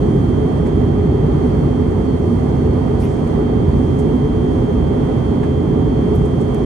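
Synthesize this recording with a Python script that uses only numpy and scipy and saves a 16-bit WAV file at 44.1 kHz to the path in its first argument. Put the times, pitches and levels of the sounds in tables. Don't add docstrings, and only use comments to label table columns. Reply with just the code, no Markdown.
import sys
import numpy as np
from scipy import signal
from scipy.fft import rfft, irfft
from scipy.io import wavfile
from scipy.ndimage import uniform_filter1d

SR = 44100
rng = np.random.default_rng(int(sys.argv[2]) if len(sys.argv) > 2 else 0)


def persist_wave(psi):
    counts = np.round(np.clip(psi, -1, 1) * 32767).astype(np.int16)
    wavfile.write(sys.argv[1], SR, np.atleast_2d(counts).T)


N = 293265
TIME = np.arange(N) / SR
FREQS = np.maximum(np.fft.rfftfreq(N, 1 / SR), 1)
TONE_A_HZ, TONE_B_HZ = 3177.0, 3402.3


def undb(db):
    return 10 ** (np.asarray(db) / 20)


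def over_pitch(points):
    hz, value = np.transpose(points)
    return np.interp(np.log(FREQS), np.log(hz), value)


def over_time(points):
    return np.interp(TIME, *np.transpose(points))


def walk(rate_hz):
    hold = int(SR / rate_hz)
    steps = rng.standard_normal(N)[np.arange(N) // hold]
    return np.sqrt(2) * uniform_filter1d(uniform_filter1d(steps, hold), hold)


def swell(peak_s, length_s, rise_share=0.62):
    flank_s = length_s * np.where(TIME < peak_s, rise_share, 1 - rise_share)
    return 0.5 ** (((TIME - peak_s) / flank_s) ** 2)


def band(x, hz, width_hz):
    detuning = (FREQS / hz - hz / FREQS) * hz / width_hz
    ringing = irfft(rfft(x) / (1 + 1j * detuning) ** 2, N)
    return ringing / ringing.std()


def cabin_field(spectrum, left_lag_s=0.000892, in_step_below_hz=440):
    # centre_hz, width_hz, lift_db
    resonances = [(61.2, 11, 5), (85.8, 18.4, 6), (140.5, 34, 5.8), (174, 15, 2), (221, 20, 0.5),
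                  (247.2, 28.5, 6), (422.6, 27.3, 6), (517, 62, 4), (754, 104, 3.5), (1213, 140, 3),
                  (1450, 220, 0.5), (2074, 470, 7.5), (4320, 140, 4), (4690, 130, 3.5), (6130, 800, 4.5),
                  (8980, 260, 3)]
    # frequency_hz, likeness (0-1)
    likeness = [(50, 1), (100, 0.99), (160, 0.89), (215, 0.8), (280, 0.67), (350, 0.79), (440, 0.96),
                (540, .2), (950, .55), (1300, 0.15), (2000, 0.3), (9000, 0)]
    # frequency_hz, left_minus_right_db
    balance = [(60, -2), (190, -3), (250, -3.5), (330, -1), (430, 0), (520, -3.5), (750, -6), (1200, -5),
               (1700, -3.5), (2200, -1.5), (3400, -2.5), (4500, -7), (6600, 0), (10000, 1)]
    gain = undb(over_pitch(spectrum)) * np.sqrt(SR / 2)
    for centre_hz, width_hz, lift_db in resonances:
        bell = 0.5 ** ((2 * (FREQS - centre_hz) / width_hz) ** 2)
        gain *= undb(lift_db * bell)
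    right, diffuse = rfft(rng.standard_normal((2, N)))
    alike = over_pitch(likeness)
    lag_s = left_lag_s / (1 + (in_step_below_hz / FREQS) ** 4)
    delayed = right * np.exp(-2j * np.pi * FREQS * lag_s)
    left = alike * delayed + np.sqrt(1 - alike ** 2) * diffuse
    lean = undb(over_pitch(balance) / 2)
    return irfft(gain * np.array([left * lean, right / lean]), N)


def rumble(heave_db=0.7):
    # frequency_hz, density_db (power per Hz)
    roar = [(20, -62), (28, -69.5), (42, -43.5), (60, -41), (115, -41.5), (200, -42.5), (300, -43),
            (400, -44.5), (435, -46), (465, -56.5), (600, -101.5), (800, -160)]
    return cabin_field(roar) * undb(heave_db * walk(3.5))


def airflow(swell_db=0.3, flutter_db=0.5, hiss_above_hz=4800):
    # frequency_hz, density_db (power per Hz)
    air = [(30, -90.5), (450, -53), (640, -56.5), (950, -62), (1300, -70.5), (1700, -74.5), (2200, -84.2),
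           (2700, -81.5), (3600, -87.5), (5200, -93), (7400, -95.5), (9700, -94.5), (10500, -101),
           (11400, -100), (11900, -111), (12500, -135)]
    # time_s, gain_db
    hiss_ride = [(0, 2), (.75, 0), (1.0, -0.7), (1.6, 0.5), (2.05, 1), (2.35, 3), (2.7, 0.5), (3.3, 1),
                 (3.5, -1.5), (3.85, 2), (4.3, 0.5), (4.55, 1.3), (4.95, -0.3), (5.35, 0.5), (5.9, -.5),
                 (6.2, 1.6)]
    rush = cabin_field(air)
    hiss = irfft(rfft(rush) / (1 + (hiss_above_hz / FREQS) ** 8), N)
    body = rush - hiss
    eddies = undb(swell_db * walk(1.5) + flutter_db * walk(6.7))
    return (body + hiss * undb(over_time(hiss_ride))) * eddies


def near_whine(wander_hz=0.59, scatter_db=-23, dip_db=-3):
    partials = [(1, 0), (0, 1), (2, -1), (-1, 2), (2, 0), (1, 1), (0, 2)]
    # left_db, right_db
    levels = [(-60.5, -45.5), (-68, -53.5), (-80.5, -80.5), (-77, -78.5), (-80.5, -75), (-71.5, -77),
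              (-75.5, -69)]
    speed = 1 + wander_hz / TONE_A_HZ * walk(4.3)
    phase_per_hz = 2 * np.pi * np.cumsum(speed) / SR
    whine = np.zeros((2, N))
    for (of_a, of_b), sides_db in zip(partials, levels):
        tone = np.exp(1j * (of_a * TONE_A_HZ + of_b * TONE_B_HZ) * phase_per_hz)
        for side, level_db in enumerate(sides_db):
            shimmer = 1 + undb(scatter_db) * (walk(7) + 1j * walk(7.4))
            whine[side] += np.sqrt(2) * undb(level_db) * np.real(shimmer * tone)
    return whine * undb(dip_db * swell(peak_s=2.6, length_s=2.5))


def far_whine(offset_hz=3.0, wander_hz=0.39, level_db=-73):
    pitch_hz = TONE_A_HZ + offset_hz + wander_hz * walk(0.97)
    return np.sqrt(2) * undb(level_db) * np.sin(2 * np.pi * np.cumsum(pitch_hz) / SR)


def vent(lower_hz=4365, upper_hz=4670, width_hz=95, waver_db=2.3, upper_waver_db=3, upper_db=-6):
    # time_s, level_db
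    contour = [(0, -64.5), (1.4, -62.5), (3.1, -63.8), (4.3, -67.5), (6.6, -66.5)]
    lower = band(rng.standard_normal((2, N)), lower_hz, width_hz) * undb(waver_db * walk(12))
    upper = band(rng.standard_normal((2, N)), upper_hz, width_hz) * undb(upper_waver_db * walk(6))
    contour_db = over_time(contour)
    return lower * undb(contour_db) + upper * undb(contour_db.mean() + upper_db)


def fibre_slips(stereo_spread=0.97, grain_samples=64, grit_db=1.2):
    grains = rng.exponential(size=N // grain_samples + 1)
    strength = undb(grit_db * np.repeat(grains, grain_samples)[:N])
    return strength * (rng.standard_normal(N) + stereo_spread * rng.standard_normal((2, N)))


def rustles(width_share=0.8):
    # peak_s, level_db, length_s, centre_hz
    brushes = [(0.668, -52, .024, 7600), (1.91, -52, 0.011, 9400), (3.008, -47, 0.024, 8700),
               (3.04, -44, 0.04, 10800), (3.027, -47.5, .075, 5100), (3.043, -42, 0.058, 2300),
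               (3.12, -54.5, .13, 6200), (3.278, -53, 0.0091, 8000), (3.991, -46.5, 0.016, 8200),
               (4.008, -55, .028, 7200), (5.438, -55, .018, 9400), (6.256, -49, .016, 8100),
               (6.414, -49, .019, 7800)]
    # frequency_hz, gain_db
    roll_off = [(9200, 0), (11500, -5), (13500, -18)]
    fibres = fibre_slips()
    cloth = np.zeros((2, N))
    for peak_s, level_db, length_s, centre_hz in brushes:
        stroke = band(fibres, centre_hz, width_share * centre_hz)
        cloth += undb(level_db) * stroke * swell(peak_s, length_s, rise_share=0.37)
    return irfft(rfft(cloth) * undb(over_pitch(roll_off)), N)


def plastic_taps(hits, width_hz, decay_s, stereo_spread=0.5):
    crack = rng.standard_normal(N) + stereo_spread * rng.standard_normal((2, N))
    taps = np.zeros((2, N))
    for start_s, level_db, ring_hz in hits:
        envelope = (TIME >= start_s) * np.exp(-np.abs(TIME - start_s) / decay_s)
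        taps += undb(level_db) * band(crack, ring_hz, width_hz) * envelope
    return taps


def trim():
    # start_s, level_db, ring_hz
    ticks = [(3.026, -46, 12800), (6.152, -46, 10500), (6.160, -43, 11000), (6.545, -39, 7800)]
    # start_s, level_db, ring_hz
    knocks = [(0.662, -40, 1900), (5.432, -34.5, 1700), (6.546, -44, 2000)]
    bright = plastic_taps(ticks, width_hz=7900, decay_s=0.0039)
    dull = plastic_taps(knocks, width_hz=1000, decay_s=0.019)
    return bright + dull


def scene():
    return rumble() + airflow() + near_whine() + far_whine() + vent() + rustles() + trim()


def record(dry, twist_band_hz=(8950, 11700), cutoff_hz=15600):
    # frequency_hz, likeness (0-1)
    bleed = [(7500, 0.01), (9000, .65), (10200, 0.96)]
    # frequency_hz, gain_db
    mic_response = [(12000, -0.5), (12900, -19.5), (15500, -20)]
    left, right = rfft(dry * signal.windows.tukey(N, 0.001))
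    alike = over_pitch(bleed)
    twist = np.interp(FREQS, twist_band_hz, (0, 2 * np.pi))
    left = (np.sqrt(1 - alike ** 2) * left + alike * right) * np.exp(1j * twist)
    dulled = irfft(undb(over_pitch(mic_response)) * np.array([left, right]), N)
    lowpass = signal.ellip(10, 0.2, 70, cutoff_hz, fs=SR, output="sos")
    return signal.sosfilt(lowpass, dulled)


dry = scene()
out = record(dry)
persist_wave(out)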